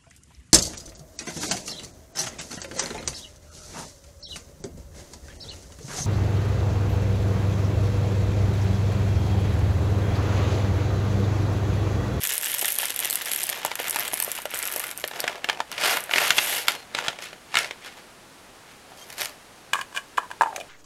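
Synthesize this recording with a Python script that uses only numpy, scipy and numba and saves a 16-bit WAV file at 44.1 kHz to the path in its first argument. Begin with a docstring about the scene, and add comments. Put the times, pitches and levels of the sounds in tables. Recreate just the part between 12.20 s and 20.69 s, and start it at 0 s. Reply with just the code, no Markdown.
"""Coffee beans are shaken out of a stiff plastic bag into the cup of a small blade grinder, close to a small
microphone in a quiet room. The bag crackles, slides over the table and is put down: noise bursts coloured by
its air, sheet and beans, with short damped sines for pops and pings. A few squeaks are gliding tones. Then a
plastic lid is knocked onto the cup, whose air note, a damped sine, falls as the lid closes. The motor stays off."""
import sys
import numpy as np
from scipy import signal
from scipy.fft import rfft, irfft
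from scipy.io import wavfile
from scipy.ndimage import uniform_filter1d
from numba import njit

SR = 44100
rng = np.random.default_rng(int(sys.argv[2]) if len(sys.argv) > 2 else 0)


def gain_from_db(level_db):
    """Convert decibel levels to linear amplitude factors (20 dB per decade)."""
    decades = np.asarray(level_db, float) / 20
    return 10 ** decades


def unload_wav(signal):
    """Save mono or channel-first audio to the path in sys.argv[1] as 16-bit WAV at rate SR, clipped to [-1, 1]."""
    wavfile.write(
        sys.argv[1],
        SR,
        np.round(np.clip(np.atleast_2d(signal).T, -1, 1) * 32767).astype(np.int16),
    )


N = 374409  # length [samples]


def curves(table):
    """Linear interpolation: turns the columns of a table into signals over its first column, time."""
    s, *columns = np.transpose(table)
    return [np.interp(np.arange(N) / SR, s, c) for c in columns]


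def gestures(table, swell, fade):
    """Power summation: rows of (start, hold, levels) swell and fade at rates in dB/s; gives levels in dB."""
    t, power = np.arange(N) / SR, 1e-12
    for start, hold, *db in table:
        before_db = np.outer(swell, np.maximum(start - t, 0))
        after_db = np.outer(fade, np.maximum(t - start - hold, 0))
        away_db = np.minimum(before_db + after_db, 200)
        power = power + gain_from_db(2 * (np.array(db)[:, None] - away_db))
    return 10 * np.log10(power)


def bursts(power, t60, rise_ms):
    """Exponential decay of energy: each power spike starts a noise puff; also gives the area of the decay."""
    pole = np.exp(-2 * np.log(1000) / (t60 * SR))
    lag = np.exp(-1000 / (rise_ms * SR))
    swell = signal.lfilter([1 - lag], np.convolve([1, -pole], [1, -lag]), power)
    return np.sqrt(np.abs(swell)) * rng.standard_normal(N), 1 / (1 - pole)


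def ringing(x, colour):
    """Minimum-phase filtering: a spectrum (Hz, dB) becomes a causal response of unit energy."""
    hz, db = np.transpose(colour)
    log_gain = np.interp(np.log(np.arange(513) * SR / 1024 + 1), np.log(hz), db) * np.log(10) / 20
    # folding the cepstrum onto positive times makes the response causal
    fold = irfft(log_gain) * np.r_[1, 2 * np.ones(511), 1, np.zeros(511)]
    h = irfft(np.exp(rfft(fold)))
    return signal.oaconvolve(x, h / np.linalg.norm(h))[:N]


@njit
def ring(start, hz, t60, size, rise):
    """Damped free vibration: decaying sines, less a faster decay that softens the attack."""
    out = np.zeros(N)
    for g in range(len(start)):
        turn = np.exp(2j * np.pi * hz[g] / SR - np.log(1000.) / (t60[g] * SR))
        z, lag = size[g] + 0j, 1.
        for i in range(start[g], min(N, start[g] + int(t60[g] * SR))):
            z, lag = z * turn, lag * rise
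            out[i] += z.imag * (1 - lag)
    return out


def strike(s, hz, t60, db, rise_ms):
    """Impulse excitation: rings a mode for every (time, pitch, decay, level), broadcast together."""
    s, hz, t60, db = (np.ravel(a) * 1. for a in np.broadcast_arrays(s, hz, t60, db))
    rise = np.exp(-1000 / (rise_ms * SR))
    return ring((s * SR).astype(np.int64), np.clip(hz, 50, .45 * SR), t60, gain_from_db(db), rise)


def air():
    """Stationary random noise: steady hiss and room rumble, shaped in the frequency domain."""
    # room and microphone noise: (frequency [Hz], relative spectral density [dB])
    density = [(24, -13), (40, -9.5), (176, -7), (249, -7), (363, -7), (751, -7.5), (1440, -10.5),
               (1850, -12), (10700, -22.5), (16000, -36)]
    rms_db = -46.5
    hz, db = np.transpose(density)
    f = np.arange(N // 2 + 1) * SR / N + 1
    gain = gain_from_db(np.interp(np.log(f), np.log(hz), db))
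    hiss = irfft(rfft(rng.standard_normal(N)) * gain, N)
    return gain_from_db(rms_db) * hiss / np.std(hiss)


def bag():
    """Impulsive excitation: loud cracks, chance small cracks and grains shake three parts of the bag."""
    # loud cracks of film and beans: (time [s], thud [dB], body [dB], snap [dB]), relative levels
    cracks = [(0.0516, -36, -15, -13), (.072, -39, -29, -3), (0.0983, -46, -17, -12),
              (0.1676, -45, -35, -13), (0.18, -30, -23, -4), (0.2258, -39, -46, -10), (.2586, -43, -19, -8),
              (.317, -48, -28, -10), (.3423, -26, -22, -9), (.4265, -16, -24, -16), (0.4454, -23, -10, -21),
              (0.4564, -39, -18, -2), (0.4819, -40, -16.5, -4), (0.509, -35, -22, -19),
              (.5864, -26, -18, -6), (0.6308, -20.5, -16, -14), (0.6552, -38, -23, -7),
              (0.7045, -30, -17.5, -8), (0.7619, -28, -20, -8), (0.7912, -35, -17, -4),
              (.8024, -51.5, -27, -10), (0.8474, -28, -16, -4), (0.8552, -25, -19, -5),
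              (0.8998, -47, -24, -3), (.9081, -45, -34, -5), (0.928, -44, -28.5, -7),
              (0.956, -47, -19, 0.5), (1.0115, -36, -20, -28), (1.0876, -33, -36, -18),
              (1.116, -26, -18.5, -5.5), (1.1345, -52, -23, -7), (1.161, -41, -20, -5),
              (1.2329, -44, -42, -6), (1.2381, -32, -37, -7.5), (1.2685, -52, -44, -10.5),
              (1.2919, -42, -13.5, -8), (1.299, -39, -41, -6), (1.3272, -34, -15, -25),
              (1.4495, -11, -14.5, -9), (1.462, -38, -34, -8.5), (1.515, -18, -14, -29),
              (1.5549, -45, -18.5, -9.5), (1.6003, -16, -20, -15), (1.682, -43, -20, -8),
              (1.697, -30, -31, -7), (1.7087, -38, -21, -7), (1.76, -11, -14.5, -3), (1.7955, -41, -29, -7),
              (1.8794, -41, -25, -9.5), (1.9335, -13, -16, -12), (1.9403, -51, -30, -4),
              (1.9733, -36, -33, -11), (2.001, -27, -17, -0.5), (2.025, -24, -21, -3),
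              (2.0471, -32, -36, -9), (2.0783, -15.5, -37, -28), (2.1168, -45, -26, -5),
              (2.1767, -38, -21, -30), (2.1883, -21, -25, -33), (2.219, -40, -57, -17.5),
              (2.2548, -14.5, -14.5, -19), (2.338, -22, -17, -31), (2.3897, -47, -45, -7),
              (2.4273, -38, -30, -7), (2.4543, -43, -31, -11), (2.4748, -31, -35, -10),
              (2.524, -43, -23, -13), (2.5615, -16, -40, -6.5), (2.7128, -39, -23, -14),
              (2.7759, -49, -49, -12), (2.8401, -12.5, -11.5, -30), (2.877, -54, -28, -12.5),
              (2.9125, -23.5, -23, -45), (3.0035, -40, -23, -6.5), (3.0404, -12, -12, -24),
              (3.0779, -28, -5, -33), (3.2436, -21, -9, -17), (3.288, -17, -9, -40),
              (3.2974, -18, -3.5, -37), (3.373, -28, -27, -44), (3.403, -10, -10, -34),
              (3.5162, -28, -24, -15.5), (3.58, -31, -14.5, -36), (3.6368, -15, -6.5, -26),
              (3.656, -28, -8, -27), (3.695, -29, -12, -16), (3.7706, -12, -9.5, -11),
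              (3.806, -41, -40, -16), (3.839, -41, -52, -17), (3.86, -39, -50, -28),
              (3.8936, -22, -19.5, -42), (3.911, -16, -11, -23), (3.9362, -18, -3, -29),
              (3.959, -23, -3.5, -20), (3.9822, -36, -3, -27), (4.105, -39, 2, -4.5),
              (4.1821, -16, -1, -16), (4.187, -17, -5.5, -23), (4.327, -30, -17, -27),
              (4.379, -40, -25, -18), (4.405, -45, -35, -21), (4.4825, -8, -0.5, -1),
              (4.7485, -25, -9, -24), (4.7868, -18, -10.5, -35), (4.8823, -21, -5.5, -39),
              (4.9876, -25.5, -23.5, -48), (5.1295, -28, -27, -41), (5.326, -45, -40, -38),
              (5.3425, -19, -11.5, -27), (5.354, -19, -4.5, -16), (5.37, -27, -1.5, -14),
              (5.3876, -31, -8, -7), (5.4446, -24, -15, -33), (5.5097, -25, -16.5, -49),
              (5.6609, -51, -26.5, -24.5), (6.719, -31, -44, -45), (6.902, -48, -28.5, -21),
              (6.9816, -47, -29, -17), (7.0174, -23, -14, -9.5), (7.057, -30.5, -21, -12)]
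    # shakes, slides and folds: (start [s], hold [s], thud [dB], body [dB], snap [dB]), relative levels
    moves = [(.03, 0.13, -45, -32.5, -30.5), (.23, 0.22, -47, -34, -33), (.43, 0.13, -47, -38, -33),
             (.59, 0.11, -43.5, -34.5, -33.5), (.79, 0.27, -44, -36, -37), (1.09, 0.14, -46.5, -36, -35),
             (1.29, 0.13, -41.5, -38, -45.5), (1.46, 0.046, -42.5, -38.5, -49),
             (1.6, 0.084, -40, -33, -39.5), (1.75, 0.1, -39.5, -33, -37), (1.94, 0.25, -49, -39, -39.5),
             (2.33, 0.19, -46, -37.5, -39), (2.55, .12, -42, -37.5, -36.5), (2.77, 0.16, -52, -46, -46),
             (2.96, 0.05, -36.5, -35, -44), (3.08, 0.058, -37, -36.5, -51), (3.29, 0.042, -36, -36.5, -49),
             (3.53, 0.095, -43, -36.5, -42), (3.63, 0.099, -28.5, -22.5, -24.5),
             (3.92, 0.037, -39, -33.5, -36), (3.97, 0.11, -30, -24, -27), (4.17, 0.21, -36, -28, -27),
             (4.49, 0.017, -35, -30.5, -31.5), (4.77, 0.11, -36.5, -34, -47),
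             (5.03, 0.01, -46, -35.5, -42.5), (5.37, 0.043, -36.5, -29, -34), (5.65, 0.014, -52, -39, -47),
             (5.77, 0.0075, -49.5, -47, -54), (6.49, .02, -66, -52, -59), (6.71, 0.01, -49, -54, -56),
             (6.79, 0.029, -52, -54, -47), (6.9, 0.025, -50, -48, -45), (7.005, 0.01, -38.5, -33, -29.5)]
    # handling of the bag: (time [s], spread of grain sizes [dB], share of bright snaps [0-1],
    # share of rattling beans [0-1], level of small cracks [dB])
    touch = [(0, 5, 1, 0.99, 0.5), (1.3, 5, 0.86, 0.75, 4), (1.5, 5, 0.97, 0.22, -1),
             (2.1, 3, 0.92, 0.07, 4.5), (2.7, 5, 1, 0.07, 3), (3, 6.5, 0.5, 0.06, -0.5),
             (3.3, 11, 0.4, 0, -9), (3.6, 2.5, 0.12, 0.05, -16), (3.85, -2, 1, 0, -7),
             (3.96, 2, 0.37, 0, -7), (4.3, -1, 0.96, 0.7, -10), (4.5, 3.5, .4, 0.23, -10.5),
             (4.8, 4.5, 0, .23, -1), (5.4, 2.5, .05, 0.1, -14), (5.8, 4, 0.3, 0.05, -26),
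             (7, 4, 0.32, 0.16, -2)]
    # rows thud, body, snap: (t60 [s], rise [ms], attack [dB], grain rate [1/s])
    parts = [(0.0048, 1.5, -3.5, 2500), (0.0062, 1.2, 0.5, 2000), (0.0018, 0.27, 1.5, 1100)]
    # sharp first step of the film in a crack: level [dB] for thud, body, snap
    click_db = [1, -0.5, -1]
    # colour of the air in the bag: (frequency [Hz], level [dB])
    thud_colour = [(60, -49), (130, -22.5), (250, -20.5), (450, -11), (650, -5.5), (950, -8.5),
                   (1300, -14.5), (3000, -50.5)]
    # colour of the stiff sheet: (frequency [Hz], level [dB])
    sheet_colour = [(500, -17.5), (1100, -7.5), (1500, 0), (1950, -2.5), (2350, -2), (2800, -3), (3500, -8),
                    (4600, -13), (7000, -20), (16000, -42)]
    # colour of the beans: (frequency [Hz], level [dB])
    bean_colour = [(500, -40.5), (1200, -9.5), (1550, 1.5), (1950, 2.5), (2350, -0.5), (2800, 4),
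                   (3400, 1.5), (4300, -6.5), (7000, -7.5), (16000, -39.5)]
    # colour of the bright snaps: (frequency [Hz], level [dB])
    snap_colour = [(3000, -44.5), (5000, -16.5), (7500, -13.5), (9500, -11.5), (11600, -6.5), (13000, -11),
                   (14500, -21), (16000, -33.5)]
    # colour of the duller folds: (frequency [Hz], level [dB])
    fold_colour = [(3000, -15.5), (4500, 5.5), (6000, 2.5), (8000, -2), (11000, 0), (14000, -13.5),
                   (16000, -44)]
    swell_db_per_s, fade_db_per_s = [313, 328, 400], [142, 168, 213]  # thud, body, snap
    crackle_db, crackle_spread_db = [1.5, 6, 14.5], [6, 6, 5.5]  # small cracks over the rustle of each part
    crackles_per_s = 115  # inverse of the median gap
    pop_hz, pop_t60_s = 736, .017
    ping_hz, ping_spread_db, ping_t60_s, ping_db = 10400, 2.0, 0.0037, -1.5

    s, *crack_db = np.transpose(cracks)
    crisp_db, bright, rattle, small_db = curves(touch)
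    # sizes have a long tail: crisp handling gives a few large grains among many small ones
    chance = rng.random(N)
    tail = -np.log(np.maximum(rng.random(N), .005))
    grain_power = gain_from_db(2 * np.clip(crisp_db, 0, 6) * tail)

    gap, facet, *scatter = rng.standard_normal((1200, 5)).T
    at = (np.cumsum(np.exp(.5 * gap)) * SR / crackles_per_s).astype(int)
    inside, at = at < N, np.minimum(at, N - 1)

    shakes = []
    for k, soft_db in enumerate(gestures(moves, swell_db_per_s, fade_db_per_s)):
        t60, rise_ms, attack_db, rate = parts[k]
        loud = np.bincount((s * SR).astype(int), gain_from_db(crack_db[k] + attack_db) ** 2, N)
        spread_db = crackle_spread_db[k] * np.minimum(scatter[k], 1.6)
        small = inside * gain_from_db((soft_db + small_db)[at] + crackle_db[k] + spread_db) ** 2
        spikes = loud + np.bincount(at, small, N)
        grains = (chance < rate / SR) * grain_power
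        even_grains = grains / (uniform_filter1d(grains, size=SR // 10) + 1e-9)
        shower, area = bursts(even_grains, t60, rise_ms)
        rustle = gain_from_db(soft_db) * shower / np.sqrt(area)
        clicks = gain_from_db(click_db[k]) * np.sqrt(spikes)
        shakes.append(bursts(spikes, t60, rise_ms)[0] + clicks + rustle)
    snap_crackles = small  # the last part is the snap

    thud, body, snap = shakes
    bright, rattle = np.clip(bright, 0, 1), np.clip(rattle, 0, 1)
    sheet = ringing(body * np.sqrt(1 - rattle), sheet_colour)
    beans = ringing(body * np.sqrt(rattle), bean_colour)
    snaps = ringing(snap * np.sqrt(bright), snap_colour)
    folds = ringing(snap * np.sqrt(1 - bright), fold_colour)
    # a loud crack pops the air pocket in the bag
    pocket_hz = pop_hz * gain_from_db(5.4 * (rng.random(len(s)) - 0.47))
    pops = strike(s, pocket_hz, pop_t60_s, crack_db[0] - 0.5, 0.34)
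    # each crease rings its own facet of film
    facet_hz = ping_hz * gain_from_db(ping_spread_db * facet)
    facet_db = 10 * np.log10(snap_crackles + 1e-12) + ping_db
    pings = strike(at / SR, facet_hz, ping_t60_s, facet_db, 0.062)
    return pops + pings + ringing(thud, thud_colour) + sheet + beans + snaps + folds


def room(x):
    """Reverberation: echoes of table and walls are decaying noise whose treble dies first."""
    t60_s, treble_t60_s, echo_db = 0.13, 0.11, -11
    t = np.arange(SR // 2) / SR
    noise = rng.standard_normal(len(t)) * (t > .002)
    low = signal.sosfilt(signal.butter(1, 2500, fs=SR, output="sos"), noise)
    tail = low * gain_from_db(-60 * t / t60_s) + (noise - low) * gain_from_db(-60 * t / treble_t60_s)
    return gain_from_db(echo_db) * signal.fftconvolve(x, tail / np.linalg.norm(tail))[:N]


def squeaks():
    """Stick-slip friction: film on film gives short, wavering, gliding tones with an octave."""
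    # (start [s], length [s], first pitch [Hz], last pitch [Hz], level [dB], octave relative to it [dB])
    tones = [(4.385, .055, 4620, 4500, -44, -30), (4.525, .12, 4380, 4140, -46, -30),
             (6.785, .012, 3200, 3200, -46, -2), (6.81, .027, 3150, 3220, -43, -1)]
    out, t = np.zeros(N), np.arange(N) / SR
    for start, length, first_hz, last_hz, db, octave_db in tones:
        x = np.clip((t - start) / length, 0, 1)
        wobble = 1 + 0.034 * uniform_filter1d(rng.standard_normal(N), size=100)
        glide_hz = first_hz + (last_hz - first_hz) * x
        phase = 2 * np.pi * np.cumsum(glide_hz * wobble) / SR
        envelope = np.sqrt(np.abs(np.sin(np.pi * x))) * (x < 1)
        out += gain_from_db(db) * envelope * (np.sin(phase) + gain_from_db(octave_db) * np.sin(2 * phase))
    return out


def lid():
    """Cavity resonance: taps ring the cup's air, the shell and a tick; rubbing sustains the air notes."""
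    # lid against cup: (time [s], low air note [dB], upper air note [dB], shell [dB], tick [dB]), relative
    taps = [(7.533, -14.5, -7.5, -12, -18.5), (7.536, -26, -32, -21, -42), (7.545, -15.5, -30, -39, -38),
            (7.555, -17.5, -39, -37, -35), (7.59, -22.5, -25, -38, -39), (7.612, -31, -34, -22.5, -28),
            (7.726, -39, -38, -49, -45), (7.747, -35, -32, -37, -48), (7.763, -29, -22, -27, -28),
            (7.773, -35, -18, -17.5, -27), (7.973, -38.5, -30, -26, -34), (7.978, -26, -10, -28, -30),
            (7.982, -6.5, -43, -28, -35), (7.988, -21, -45, -37, -42), (8.032, -31, -42, -53, -54),
            (8.104, -30, -36, -49, -46), (8.113, -25, -20, -31, -37.5), (8.21, -3, -5, -25, -31),
            (8.219, -4.5, -46, -40, -27), (8.234, -9, -35, -28, -39), (8.26, -19, -24, -53, -51),
            (8.271, -19, -40, -51, -51), (8.328, -23, -34, -51, -57), (8.35, -33, -47, -47, -57),
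            (8.361, -25, -29, -44, -23), (8.38, -22.5, -32, -53, -51), (8.401, -38, -47, -32, -36),
            (8.41, -28, -37, -29.5, -40)]
    # low air note of the cup under the closing lid: (time [s], frequency [Hz])
    cup_note = [(7.5, 1150), (7.64, 1060), (7.72, 1000), (7.78, 1100), (7.98, 1070), (8.04, 1030),
                (8.12, 956), (8.22, 938), (8.31, 860), (8.37, 664), (8.49, 615)]
    # lid rubbing on the rim: (start [s], hold [s], air note [dB], scrape [dB]), relative levels
    rubs = [(7.54, 0.056, -26.5, -41), (7.75, 0.023, -27, -39.5), (7.986, 0.053, -33, -55),
            (8.116, 0.0085, -35, -59), (8.216, 0.084, -23.5, -53), (8.34, 0.06, -30, -52)]
    # modes of the lid shell: (frequency [Hz], relative level [dB], t60 [s])
    shell_modes = [(2450, 0, .028), (2970, 0, .022), (3350, -3, .016), (2000, -10, .01), (4600, -10, .012)]
    # colour of ticks and scrapes on the rim: (frequency [Hz], level [dB])
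    rim_colour = [(1000, -13), (2500, 5.5), (3300, 2), (5000, -3.5), (7500, 0.5), (11000, -7.5),
                  (16000, -19)]
    swell_db_per_s, fade_db_per_s = 1500, 350
    upper_hz, upper_even_hz, upper_db_per_hz = 1610, 1070, 0.08
    bowl_hz, bowl_db = 700, -20  # lowest ring of the cup, level relative to the low air note's table
    cup_t60_s, clack_t60_s = .022, .005

    s, cup_db, upper_db, shell_db, tick_db = np.array(taps).T[:, :, None]
    note_hz, = curves(cup_note)
    hum_db, scrape_db = gestures(rubs, [swell_db_per_s] * 2, [fade_db_per_s] * 2)
    # the rubbed upper note weakens as the low one falls
    upper_rub_db = upper_db_per_hz * (note_hz - upper_even_hz)

    tap_hz = note_hz[(s * SR).astype(int)]
    cup = strike(s, tap_hz, cup_t60_s, cup_db + 3.0, 0.45)
    cup = cup + strike(s, upper_hz, cup_t60_s, upper_db + 3.5, 1.0)
    cup = cup + strike(s, bowl_hz, cup_t60_s, cup_db + bowl_db, 0.68)
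    clack = strike(s, 1100, clack_t60_s, cup_db + 11.0, 1.0)  # the contact itself

    hz, db, t60 = np.transpose(shell_modes)
    u, spot = rng.random((2, len(taps), len(shell_modes)))  # every blow lands on another spot
    mode_db = shell_db + db + 2.0 + 7 * (spot - .5)
    shell = strike(s, hz * gain_from_db(0.34 * (u - .5)), t60, mode_db, 0.71)
    tick_power = np.bincount((s[:, 0] * SR).astype(int), gain_from_db(tick_db[:, 0] + 2.5) ** 2, N)
    ticks = bursts(tick_power, 0.026, 0.38)[0]

    when, size, tilt = rng.random((700, 3)).T
    when = cup_note[0][0] + when * (cup_note[-1][0] - cup_note[0][0])
    at = np.minimum((when * SR).astype(int), N - 1)
    slip_db = hum_db[at] - 2.34 * np.log(size) - 10.5
    loose = gain_from_db(0.71 * (tilt - .5))  # the tilted lid leaves a changing gap, so the notes scatter
    rub = strike(when, note_hz[at] * loose, 0.038, slip_db, 0.37)
    rub = rub + strike(when, upper_hz / loose, 0.034, upper_rub_db[at] + slip_db, 0.23)
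    rub = rub + strike(when, bowl_hz, 0.041, slip_db - 12, 0.89)
    scrape = gain_from_db(scrape_db) * rng.standard_normal(N)

    high_pass = signal.butter(2, 300, "high", fs=SR, output="sos")
    tones = signal.sosfilt(high_pass, cup + clack + shell + rub)
    return tones + ringing(ticks + scrape, rim_colour)


def scene():
    """Superposition: close sounds, their echoes and the hiss; small objects radiate no bass."""
    high_pass = signal.butter(2, 110, "high", fs=SR, output="sos")
    near = signal.sosfilt(high_pass, bag() + squeaks() + lid())
    return (near + room(near) + air())[None]


def top_cut(x):
    """Nothing passes above the cut-off."""
    return signal.sosfilt(signal.butter(12, 16970, fs=SR, output="sos"), x)


def record(dry):
    """Saturation and band limiting: the small microphone rounds the highest peaks and cuts the top."""
    top_hz = 15800
    low_pass = signal.ellip(8, .2, 50, top_hz, fs=SR, output="sos")
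    rounded = np.tanh(0.98 * dry) / 1.294
    mix = signal.sosfilt(low_pass, rounded)
    return top_cut(mix)


dry = scene()
out = record(dry)
unload_wav(out)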